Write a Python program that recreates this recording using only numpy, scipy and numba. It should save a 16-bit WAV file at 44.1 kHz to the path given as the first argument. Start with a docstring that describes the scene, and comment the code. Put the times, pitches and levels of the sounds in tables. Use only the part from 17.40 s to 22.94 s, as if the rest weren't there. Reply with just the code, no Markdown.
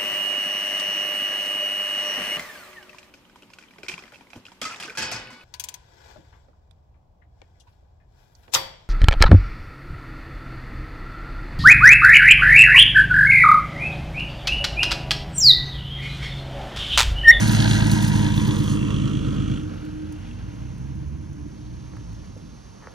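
"""A diesel all-terrain vehicle on huge soft tyres crawls past at arm's length, first over gravel, then dirt.
Six uneven pulses a cycle excite muffler, pipe and hull; noise gated by injections clatters; fan air rushes.
Grit crackles as random grains, loud at first, over a distant road and insects of pulsed band noise.
The engine eases off, revs once more and sinks again while the vehicle moves away.
Near the end the rear frame knocks: short blows ring a few damped modes."""
import sys
import numpy as np
from scipy import signal
from scipy.fft import rfft, irfft, next_fast_len
from scipy.io import wavfile
from scipy.ndimage import uniform_filter1d
from numba import njit

SR = 44100
rng = np.random.default_rng(int(sys.argv[2]) if len(sys.argv) > 2 else 0)


def wrap_up_sound(samples):
    """Save the sound to the file named by the first command line argument, as 16-bit audio."""
    columns = np.atleast_2d(samples).T
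    # keep every value between -1 and 1, then stretch to whole-number steps
    tamed = np.clip(columns, -1, 1)
    steps = np.round(tamed * 32767).astype(np.int16)
    wavfile.write(sys.argv[1], SR, steps)


N = 244308
T = np.arange(N) / SR

BEATS_PER_CYCLE = 6
CRAWL_M_S, GAP_M = 0.78, 0.95  # crawling speed and closest distance
ENGINE_PASSES_S, TYRE_PASSES_S = 0.081, -0.88  # when the engine and the front tyre are closest
BAY_HIDDEN_S = (3.03, 3.7)  # from when to when the rear tyre comes to hide the engine bay


def undb(db):
    """Decibels are a logarithmic scale: 20 dB are a factor of ten in amplitude."""
    return 10 ** (np.asarray(db) / 20)


def unit(x):
    """Normalisation to an rms amplitude of 1."""
    return x / np.sqrt(np.mean(x ** 2))


def curve(rows):
    """Linear interpolation in time through (s, value) rows."""
    return np.interp(T, *np.transpose(rows))


def ramp(start, end):
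    """A linear transition from 0 to 1 between two times."""
    return np.clip((T - start) / (end - start), 0, 1)


def swells(rows):
    """Gaussian bumps and dips of level in dB, from (s, half length s, dB) rows."""
    return sum(db * np.exp(-((T - s) / length) ** 2) for s, length, db in rows)


def noise():
    """White noise: equal power at all frequencies."""
    return rng.standard_normal(N)


def walk(rate):
    """Slow random fluctuation: held random values, smoothed, with a spread near 1."""
    hold = int(SR / rate)
    steps = np.repeat(rng.standard_normal(N // hold + 1), hold)
    return 2.17 * uniform_filter1d(steps, hold)[:N]


def burst(start, length):
    """Exponential decay: noise that starts at once and dies away."""
    age = T - start
    return noise() * (age >= 0) * np.exp(-np.clip(age / length, 0, 60))


def spectrum_at(hz, points):
    """Interpolation of (Hz, value) points on a log-frequency axis."""
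    f, value = np.transpose(points)
    return np.interp(np.log(hz + 1), np.log(f + 1), value)


def colour(x, points, size=8192):
    """Minimum-phase filtering through (Hz, dB) points, from the folded cepstrum; output rms 1."""
    cepstrum = irfft(np.log(undb(spectrum_at(np.fft.rfftfreq(size, 1 / SR), points))))
    cepstrum[1:size // 2] *= 2
    cepstrum[size // 2 + 1:] = 0
    response = irfft(np.exp(rfft(cepstrum)))
    return unit(signal.fftconvolve(x, response)[:N])


@njit
def svf(x, tuning, damping):
    """A damped oscillator as a state-variable band-pass whose centre may move."""
    y, b, l = np.empty(len(x)), 0., 0.
    for i in range(len(x)):
        g, k = tuning[i], damping[i]
        v = (b + g * (x[i] + 1e-18 - l)) / (1 + g * (g + k))
        b, l, y[i] = 2 * v - b, l + 2 * g * v, k * v
    return y


def ring(x, hz, width, order=1):
    """Resonance: a mode passes its own band; order 2 gives steep skirts."""
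    tuning = np.tan(np.pi * np.minimum(hz, .45 * SR) / SR) * np.ones(N)
    for _ in range(order):
        x = svf(x, tuning, width / hz * np.ones(N))
    return x


def ring_all(x, modes):
    """Superposition of resonances, from (Hz, width Hz, dB) rows."""
    return sum(undb(db) * ring(x, hz, width) for hz, width, db in modes)


def doublings(passes_s):
    """Distance law: how often the distance to a passing part has doubled since it was closest."""
    return np.log2(np.hypot(GAP_M, CRAWL_M_S * (T - passes_s)) / GAP_M)


def loudness(speed, load, db, fall_db, idle_db, octave_db):
    """Level in dB: loss per doubling of distance, loss without load, gain per octave of speed."""
    cruise_hz = 54
    level_db = db - fall_db * doublings(ENGINE_PASSES_S)
    return level_db - idle_db * (1 - load) + octave_db * np.log2(speed / cruise_hz)


def pulse_train(turn, rows, scatter_db, jitter_s):
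    """A jittered periodic impulse train: one pulse for each (place, dB) row of every engine cycle."""
    places, sizes_db = np.transpose(rows)
    cycles = np.arange(turn[-1] // BEATS_PER_CYCLE + 1)[:, None] * BEATS_PER_CYCLE
    at = (cycles + places).ravel()
    chance = rng.standard_normal((len(at), 2))
    sample = (np.interp(at, turn, T, right=2 * T[-1]) + jitter_s * chance[:, 0]) * SR
    size = undb(np.tile(sizes_db, len(cycles)) + scatter_db * chance[:, 1])
    return np.bincount(np.abs(sample).astype(int), size, N)[:N]


def throb(pulses, loose, firm):
    """Source and filter: beats thump through the muffler, and loose rumble fills the gaps between them."""
    # Each row: frequency in Hz, level in dB of the beats' spectrum behind the muffler.
    muffler = [(22, -48), (32, 0), (45, -22.5), (80, -6.5), (115, 3), (145, 4.5), (200, -1.5), (245, -4),
               (280, -14), (330, -6.5), (400, -17), (500, -28), (700, -74.5), (1200, -74.5)]
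    # Each row: frequency in Hz, level in dB of the rumble's spectrum.
    rumble = [(22, -37), (35, -3), (60, -4), (85, 5), (130, -0.5), (190, 2), (230, -7.5), (275, -8),
              (330, -13), (400, -21), (500, -34.5), (700, -51), (1200, -77)]
    thump = undb(-6) * firm * colour(pulses, muffler)
    return thump + undb(-1.5) * loose * colour(noise(), rumble)


def pipe_tones(cycle):
    """Harmonics of the engine cycle sound the pipe, each loudest at its own time."""
    # Each row: multiple of the beat rate, level in dB before load and speed scale it, time of peak in seconds.
    tone_rows = [(4 / 3, -28, 0.54), (3 / 2, -16.5, 1.56), (5 / 3, -20, 1.7), (2, -6.5, 0),
                 (7 / 3, -42, 0.29), (5 / 2, -12.5, 2.3), (8 / 3, -17, 1), (3, -7, 0.74),
                 (10 / 3, -24, 0.4), (7 / 2, -11.5, 0.21), (11 / 3, -8, 0.65), (4, -7, 1.04),
                 (5, -11.5, 1.95)]
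    fade_db_per_s = 6
    tones = 0
    for multiple, db, loudest_s in tone_rows:
        level_db = db - fade_db_per_s * np.abs(T - loudest_s) + .5 * walk(2.84)
        phase = np.round(multiple * BEATS_PER_CYCLE) * cycle + .15 * walk(2)
        tones = tones + undb(level_db) * np.sqrt(2) * np.cos(phase)
    return tones


def blade_tone(turn):
    """Blade-passing tone: the cooling fan sounds at a fixed multiple of the beat rate."""
    return undb(-20 + walk(4.2)) * np.sqrt(2) * np.sin(2 * np.pi * 5.92 * turn)


def boom(turn, speed, load, loose):
    """Low harmonics locked to the beat rate; the boom swells while the engine gathers speed."""
    # Each row: centre in seconds, half length in seconds, change of level in dB.
    boom_swells = [(2.95, 0.51, 1.5), (3.35, 0.032, -10), (4.27, 0.059, 0), (4.66, 0.073, 8.5),
                   (5.4, 0.29, -16)]
    octaves_per_s = uniform_filter1d(np.gradient(np.log2(speed)) * SR, size=SR // 10)
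    level_db = loudness(speed, load, db=-35.5, fall_db=2.5, idle_db=13.5, octave_db=17)
    level_db = level_db + 4 * octaves_per_s + swells(boom_swells) + 1.1 * walk(10)
    swing = 2 * np.pi * turn + .15 * loose * walk(10)
    second = undb(np.interp(load, [0, 1], (-3.5, -3)))
    third = undb(-13) * ramp(*BAY_HIDDEN_S)  # heard once the vehicle has turned its tail
    wave = np.sin(swing) + second * np.cos(2 * swing) + third * np.sin(3 * swing)
    return undb(level_db) * np.sqrt(2) * wave


def hull(pulses, loose, firm, speed):
    """Forced panel vibration: beats and noise drum a mode, and a panel hums when the engine labours."""
    # Each row: time in seconds, level in dB of the hull before the engine's last gain.
    hull_level = [(0, -31), (.45, -30), (1.1, -27.5), (1.7, -32), (2.15, -33.5), (2.3, -37.5), (2.68, -35),
                  (2.85, -45.5), (3.4, -49), (4, -45), (4.9, -54.5), (5.08, -43), (5.2, -60.5), (5.54, -57)]
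    lug_hz, lug_width_hz = 44.6, 4.7  # the low beat rates at which the engine labours
    panel_hz = 306
    labour = np.exp(-((speed - lug_hz) / lug_width_hz) ** 2)
    hum = np.sin(2 * np.pi * panel_hz * T + .5 * walk(4.95))
    panel = undb(1.5 + 1.3 * walk(9.8)) * np.sqrt(labour) * hum
    drumming = unit(ring(firm * pulses + (loose + .4) * noise(), 303, 32, order=2))
    return undb(curve(hull_level)) * ((1 - .72 * np.sqrt(labour)) * drumming + panel)


def exhaust(turn, speed, load):
    """Periodic excitation: one train of uneven beats drives throb and hull; tones and boom share its phase."""
    # The six beats of one engine cycle. Each row: place in the cycle in beats, size in dB.
    beat_rows = [(.46, -4), (1.52, -5), (2.36, -7), (3.4, -6), (4.52, -1), (5.38, 0)]
    loose = undb(np.minimum(np.interp(load, [0, 1], (8, -9.5)), 0))  # all rumble when the load is low
    firm = np.sqrt(1 - loose ** 2)
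    pulses = unit(pulse_train(turn, beat_rows, scatter_db=1.1, jitter_s=.00007))
    cycle = 2 * np.pi * (turn - beat_rows[-1][0]) / BEATS_PER_CYCLE  # angle from the strongest beat
    level_db = loudness(speed, load, db=-18.5, fall_db=6.5, idle_db=18.5, octave_db=3.5)
    pipe = throb(pulses, loose, firm) + firm ** 2 * pipe_tones(cycle) + firm ** 4 * blade_tone(turn)
    return undb(level_db) * pipe + hull(pulses, loose, firm, speed) + boom(turn, speed, load, loose)


def clatter(turn, speed, load):
    """Amplitude-gated noise: each injection rattles the block's modes; bodywork hides it or lets it out."""
    # The six injections of one cycle. Each row: place in the cycle in beats, size in dB.
    injections = [(.28, 0), (1.35, -3.5), (2.15, -4), (3.26, 0), (4.22, -3), (5.16, 0)]
    # Modes of the engine block. Each row: frequency in Hz, width in Hz, gain in dB.
    block = [(1870, 90, 9), (2330, 130, 6), (2750, 160, 2), (3340, 300, 2.5), (4080, 130, 6),
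             (4600, 180, 2), (5700, 500, 5)]
    # Centre of the loudest band as the engine bay turns away. Each row: time in seconds, frequency in Hz.
    peak_hz = [(0, 3950), (.8, 3450), (1.2, 3520), (1.43, 2600), (1.62, 3020), (1.8, 3220), (2.15, 3080),
               (2.8, 2740)]
    # Spectrum of the remaining clatter. Each row: frequency in Hz, level in dB.
    spill_spectrum = [(900, -40), (1800, -3.5), (2400, 3), (2800, 8), (3400, 3.5), (4050, -14), (4900, -22),
                      (6200, -3.5), (8000, -2.5), (15000, -38)]
    # Gaps in the bodywork slide past. Each row: centre in seconds, half length in seconds, gain in dB.
    gaps = [(0.26, 0.16, 8.5), (0.99, 0.25, 3.5), (1.59, 0.2, 4.5), (1.45, 0.044, 2), (1.585, 0.026, 0),
            (2.85, 0.099, 9)]
    level_db = loudness(speed, load, db=-40, fall_db=2.5, idle_db=33.5, octave_db=-4)
    level_db = level_db - 20 * ramp(*BAY_HIDDEN_S) + swells(gaps)
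    ticks = pulse_train(turn, injections, scatter_db=2.5, jitter_s=.0005)
    decays = signal.lfilter([1], [1, -np.exp(-1 / (.004 * SR))], ticks)  # 4 ms each
    gate = unit(uniform_filter1d(decays, size=50))
    rattle = noise() * (.45 + gate)
    rattle = rattle + ring_all(rattle, block)
    width_hz = 640 + 1290 * np.exp(-4 * doublings(ENGINE_PASSES_S))  # wider while alongside
    peak = unit(ring(rattle, curve(peak_hz), width_hz, order=2))
    spill = noise() * (1 + 0.44 * gate)
    spill = spill + ring_all(spill, block)
    return undb(level_db) * (undb(-3.5) * peak + undb(-4.0) * colour(spill, spill_spectrum))


def fan(turn, speed, load):
    """Turbulent flow noise, shaken by the engine, rings the bay and interferes with its ground reflection."""
    # Spectrum of the rush. Each row: frequency in Hz, level in dB.
    rush_spectrum = [(250, -13), (450, 6), (560, 3), (720, 2.5), (830, 2), (1200, -4.5), (1750, -2),
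                     (2200, -4), (3000, -6), (5000, -11), (7000, -29), (12000, -29)]
    # Resonances of the engine bay. Each row: frequency in Hz, width in Hz, gain in dB.
    bay = [(645, 30, -3), (960, 85, 6), (1615, 100, 6), (1925, 70, 1)]
    # Bands that the reflection lifts or cancels. Each row: frequency in Hz when closest, octaves risen per
    # doubling of distance, width in Hz, gain in dB alongside, gain in dB once past (both before blurring).
    ground_bands = [(430, 0.1, 320, -7.5, 10), (575, 0.71, 400, -1.5, -6.5), (1124, 0.33, 450, -13.5, 8),
                    (939, 0.38, 520, -4.5, 8), (1360, 0.54, 410, 2, -2.5)]
    past = ramp(0.36, 1.38)  # the side of the hull turns away
    opening = undb(-16 * ramp(.8, 2.1))  # the bay rings less as its opening turns away
    depth = 1 - .7 * ramp(2.05, 2.9)  # rough ground blurs the bands further off
    shake = 1 + .14 * np.sin(2 * np.pi * (turn - .2))
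    rush = colour(noise() * shake, rush_spectrum) * undb(0.81 * walk(25.44))
    rush = undb(-3.0) * (rush + opening * ring_all(rush, bay))
    for hz, rise, width, near_db, past_db in ground_bands:
        band = ring(rush, hz * 2 ** (rise * doublings(ENGINE_PASSES_S)), width, order=2)
        gain_db = depth * (near_db + (past_db - near_db) * past)
        rush = rush + (undb(gain_db) - 1) * band
    level_db = loudness(speed, load, db=-30, fall_db=9.5, idle_db=2.5, octave_db=1)
    shade_db = 5.5 * past + 4.5 * ramp(*BAY_HIDDEN_S)  # taken by the hull, then by the rear tyre
    return undb(level_db - shade_db) * rush


def tyres():
    """Granular noise: grit crackles and pops in small surges under the lugs, loud on gravel, faint on dirt."""
    # Spectrum of the crackle. Each row: frequency in Hz, level in dB.
    grit = [(1500, -25), (3000, -22), (4200, 8), (5200, 4.5), (6300, 12.5), (7500, 7.5), (8400, 7.5),
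            (9800, 5), (11200, -1), (13500, -7.5), (15500, -6.5)]
    dirt_db = -14 * ramp(1.346, 1.47)  # the drop from gravel onto dirt
    level_db = -30 - 14.5 * doublings(TYRE_PASSES_S) + dirt_db
    grain_db = 2.2 * np.repeat(rng.exponential(size=N // 32 + 1), 32)[:N]
    grains = noise() * undb(grain_db)
    pops_per_s, spread_db = 260, 6
    pops = (rng.random(N) < pops_per_s / SR) * np.sign(noise())
    pops = pops * undb(spread_db * rng.uniform(-1, 1, N))
    crunch = undb(-3) * unit(ring(pops, hz=1870, width=1800, order=2))
    return undb(level_db + 1.18 * walk(29.08)) * (colour(grains, grit) + crunch)


def stones():
    """Transient decay: long crunches grind with a soft attack, brief ones snap; small ones tick at random."""
    # Each row: start in seconds, level in dB before attack and filtering, decay in seconds.
    stone_rows = [(.069, -23, .017), (.114, -22, .015), (.508, -22.5, .016), (.618, -24, .014),
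                  (.672, -24, .012), (.951, -32, .023), (1.065, -30.5, .014), (1.179, -32, .012),
                  (1.231, -32, .012), (2.343, -48, .002), (2.45, -42, .0023), (2.722, -37, .0042),
                  (3.379, -47, .005), (3.556, -46, .001), (3.93, -47, .003), (4.566, -48, .003),
                  (4.73, -45, .002), (4.976, -46, .0018), (5.516, -47, .0015)]
    pebbles_per_s, pebble_decay_s = 2, .002
    snap_s = 0.0074  # the scale of decay times that parts snaps from grinds
    ticks = 1. * (rng.random(N) < pebbles_per_s / SR)
    envelope = signal.lfilter([1], [1, -np.exp(-1 / (pebble_decay_s * SR))], ticks)
    snaps = undb(-55) * noise() * envelope
    grinds = np.zeros(N)
    for s, db, length in stone_rows:
        # the attack takes a share of the decay time
        stone = undb(db) * burst(s, length) * ramp(s, s + .7 * length)
        snap_share = np.exp(-length / snap_s)
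        snaps = snaps + snap_share * stone
        grinds = grinds + (1 - snap_share) * stone
    return ring(snaps, 5100, 16000, order=2) + ring(grinds, 7200, 18000, order=2)


def outdoors():
    """Filtered noise for a distant road; amplitude-modulated noise bands for insects."""
    # Spectrum of the road. Each row: frequency in Hz, level in dB.
    road = [(20, -60), (45, 5.5), (120, 2.5), (300, -11), (450, -10.5), (800, -14.5), (1500, -20.5),
            (2150, -26.5), (3000, -26.5), (4000, -37), (6200, -21.5), (7300, -34.5), (11000, -44),
            (14500, -64)]
    # Each row: frequency in Hz, width in Hz, level in dB before pulsing, mean pulse rate in Hz, start in seconds.
    insects = [(6140, 690, -65, 35, 8), (4830, 3400, -69.5, 29, 4.5), (10450, 1900, -76, 31, -8),
               (4000, 3500, -63.5, 30, 4), (14000, 2000, -86, 31, 3)]
    swell_s = 0.16
    out = undb(-47 + 1.0 * walk(2.88)) * colour(noise(), road)
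    for hz, width, db, rate, start in insects:
        pulse_turns = np.cumsum(rate * (1 + 0.141 * walk(6))) / SR
        pulse = 1 + 0.25 * np.sin(2 * np.pi * pulse_turns)
        chorus = unit(ring(noise(), hz, width, order=2))
        out += undb(db) * ramp(start, start + swell_s) * pulse * chorus
    return out


def hard_beats():
    """Impact excitation: now and then one injection cracks out above the clatter."""
    # Each row: start in seconds, peak level in dB, frequency in Hz.
    cracks = [(.023, -25, 1700), (.094, -22, 4000), (.147, -21.5, 1700), (.202, -22, 1750),
              (.207, -23, 2100), (.224, -19, 4000), (.276, -24, 1600), (.311, -19.5, 3900),
              (.402, -24, 1650), (.495, -26, 1650), (1.563, -31, 2900), (1.602, -30, 3000)]
    decay_s, width_hz = .0026, 1100
    out = np.zeros(N)
    for s, db, hz in cracks:
        crack = ring(burst(s, decay_s), hz, width_hz, order=2)
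        out += undb(db) * crack / np.max(np.abs(crack))
    return out


def whine(turn):
    """A tone locked to rotation: the drive's faint low whine sags and climbs with the engine."""
    heard = ramp(.35, .8) * (1 - ramp(3.05, 3.5))
    tone = np.sqrt(2) * np.sin(2 * np.pi * (14 / 3) * turn)
    return undb(-47 + 1.3 * walk(8.15)) * heard * tone


def frame():
    """Modal response: blows ring the rear frame; rubber mounts take the edge off every knock."""
    # Each row: start in seconds, peak level in dB, rattle decay in seconds, gain of the upper modes in dB.
    knocks = [(4.536, -38.5, .001, 1), (4.552, -46, .006, 3), (4.568, -35.5, .003, 5),
              (4.582, -45, .002, 8), (4.964, -38.5, .0006, -22), (5.415, -45, .006, 8),
              (5.424, -39, .008, 6), (5.433, -41, .09, 6), (5.44, -38, .008, 10), (5.4714, -27.5, .0003, 2),
              (5.483, -39, .003, 6)]
    # Lowest mode first. 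Each row: frequency in Hz, width in Hz, gain in dB (upper modes: before the knock's gain).
    modes = [(500, 150, 8), (900, 450, -2), (1220, 650, 0), (1680, 500, -6)]
    mounts = signal.butter(6, 2100, fs=SR, output="sos")  # low-pass, Hz
    out = np.zeros(N)
    for s, db, length, upper_db in knocks:
        tap = np.arange(N) == int(s * SR)
        blow = 14 * tap + burst(s, length) * ramp(s, s + 0.13 * length)
        knock = np.zeros(N)
        for k, (hz, width, mode_db) in enumerate(modes):
            knock += undb(mode_db + upper_db * (k > 0)) * ring(blow, hz, width, order=2)
        knock = signal.sosfilt(mounts, knock)
        out += undb(db) * knock / np.max(np.abs(knock))
    return out


def ports(x, phase):
    """Level and phase differences: two microphone ports hear a sound with their own colour and lag."""
    # Each row: frequency in Hz, left minus right in dB.
    balance = [(60, -2.7), (300, -3), (520, -1), (750, -9.5), (1290, -5), (2200, 5.5), (4400, -4),
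               (8120, -4.5), (15000, 2.5)]
    size = next_fast_len(N + SR // 10)
    hz = np.fft.rfftfreq(size, 1 / SR)
    gain = undb(spectrum_at(hz, balance) / 2)
    lag = np.exp(1j * np.interp(hz, *np.transpose(phase)))
    spectrum = rfft(x, size)
    return np.array([irfft(spectrum * h, size)[:N] for h in (gain * lag, 1 / gain)])


def scatter(x):
    """Diffuse scattering: trees and buildings return a faint, short wash, different on each side."""
    decay_s = 0.021
    age = T[:SR // 4]
    tails = rng.standard_normal((2, len(age))) * np.exp(-age / decay_s)
    return undb(-12) * np.array([signal.fftconvolve(x, h / np.linalg.norm(h))[:N] for h in tails])


def scene():
    """Superposition: the vehicle, first alongside and then further off, in the open air."""
    # Engine speed. Each row: time in seconds, rate in beats per second.
    speed = curve([(0, 55.5), (.6, 54.2), (1.2, 53.2), (2.15, 51.7), (2.45, 46), (2.72, 42), (2.87, 48.5),
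                   (3.2, 59.8), (3.5, 68), (3.78, 72.2), (4, 70.1), (4.09, 67), (4.25, 58), (4.47, 63.5),
                   (4.68, 56), (4.9, 51.3), (5.3, 51), (5.54, 48.5)])
    # How hard the engine pulls. Each row: time in seconds, load from 0 to 1.
    load = curve([(0, 0.97), (1.25, 0.98), (2.16, 0.99), (2.28, 0.52), (2.87, 0.37), (3.42, 0.61),
                  (4.15, 0.43), (5.08, 0.58), (5.2, 0), (5.54, 0.1)])
    # Port lag alongside. Each row: frequency in Hz, phase in radians by which left leads.
    near_phase = [(0, 0), (40, -.75), (130, -1), (350, -1.2), (750, -3), (1000, -6.3), (1700, -7.5),
                  (2500, -10), (3300, -11.8), (6000, -12.6), (7200, -9.8), (8500, -10), (10000, -12.6),
                  (15400, -22)]
    # Port lag further along the track. Each row: frequency in Hz, phase in radians by which left leads.
    far_phase = [(0, 0), (40, -.75), (350, -1.3), (750, -3), (1150, -7.5), (1800, -7.8), (2200, -6.6),
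                 (3100, -6.7), (3700, -7.9), (4300, -6.2), (4900, -4.8), (6000, -6.3), (7200, -3.7),
                 (8500, -3.7), (10000, -6.3), (15400, -15.7)]
    turn = np.cumsum(speed) / SR  # engine beats so far

    def noisy_layers():
        """Independent noise at each call, so that the sides are only partly coherent."""
        return clatter(turn, speed, load) + fan(turn, speed, load) + tyres() + stones() + outdoors()

    engine = undb(3.0) * exhaust(turn, speed, load) + whine(turn)
    direct = engine + noisy_layers() + hard_beats()
    diffuse = undb(-9) * np.array([noisy_layers(), noisy_layers()])
    away = ramp(1, 2.4)
    passing = ports(direct * (1 - away), near_phase) + ports(direct * away, far_phase)
    return passing + diffuse + scatter(engine) + frame()


def record(dry):
    """Band limiting: the recorder's steep elliptic low-pass cuts the top."""
    top_hz = 15600
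    return signal.sosfilt(signal.ellip(10, .2, 80, top_hz, fs=SR, output="sos"), dry)


dry = scene()
out = record(dry)
wrap_up_sound(out)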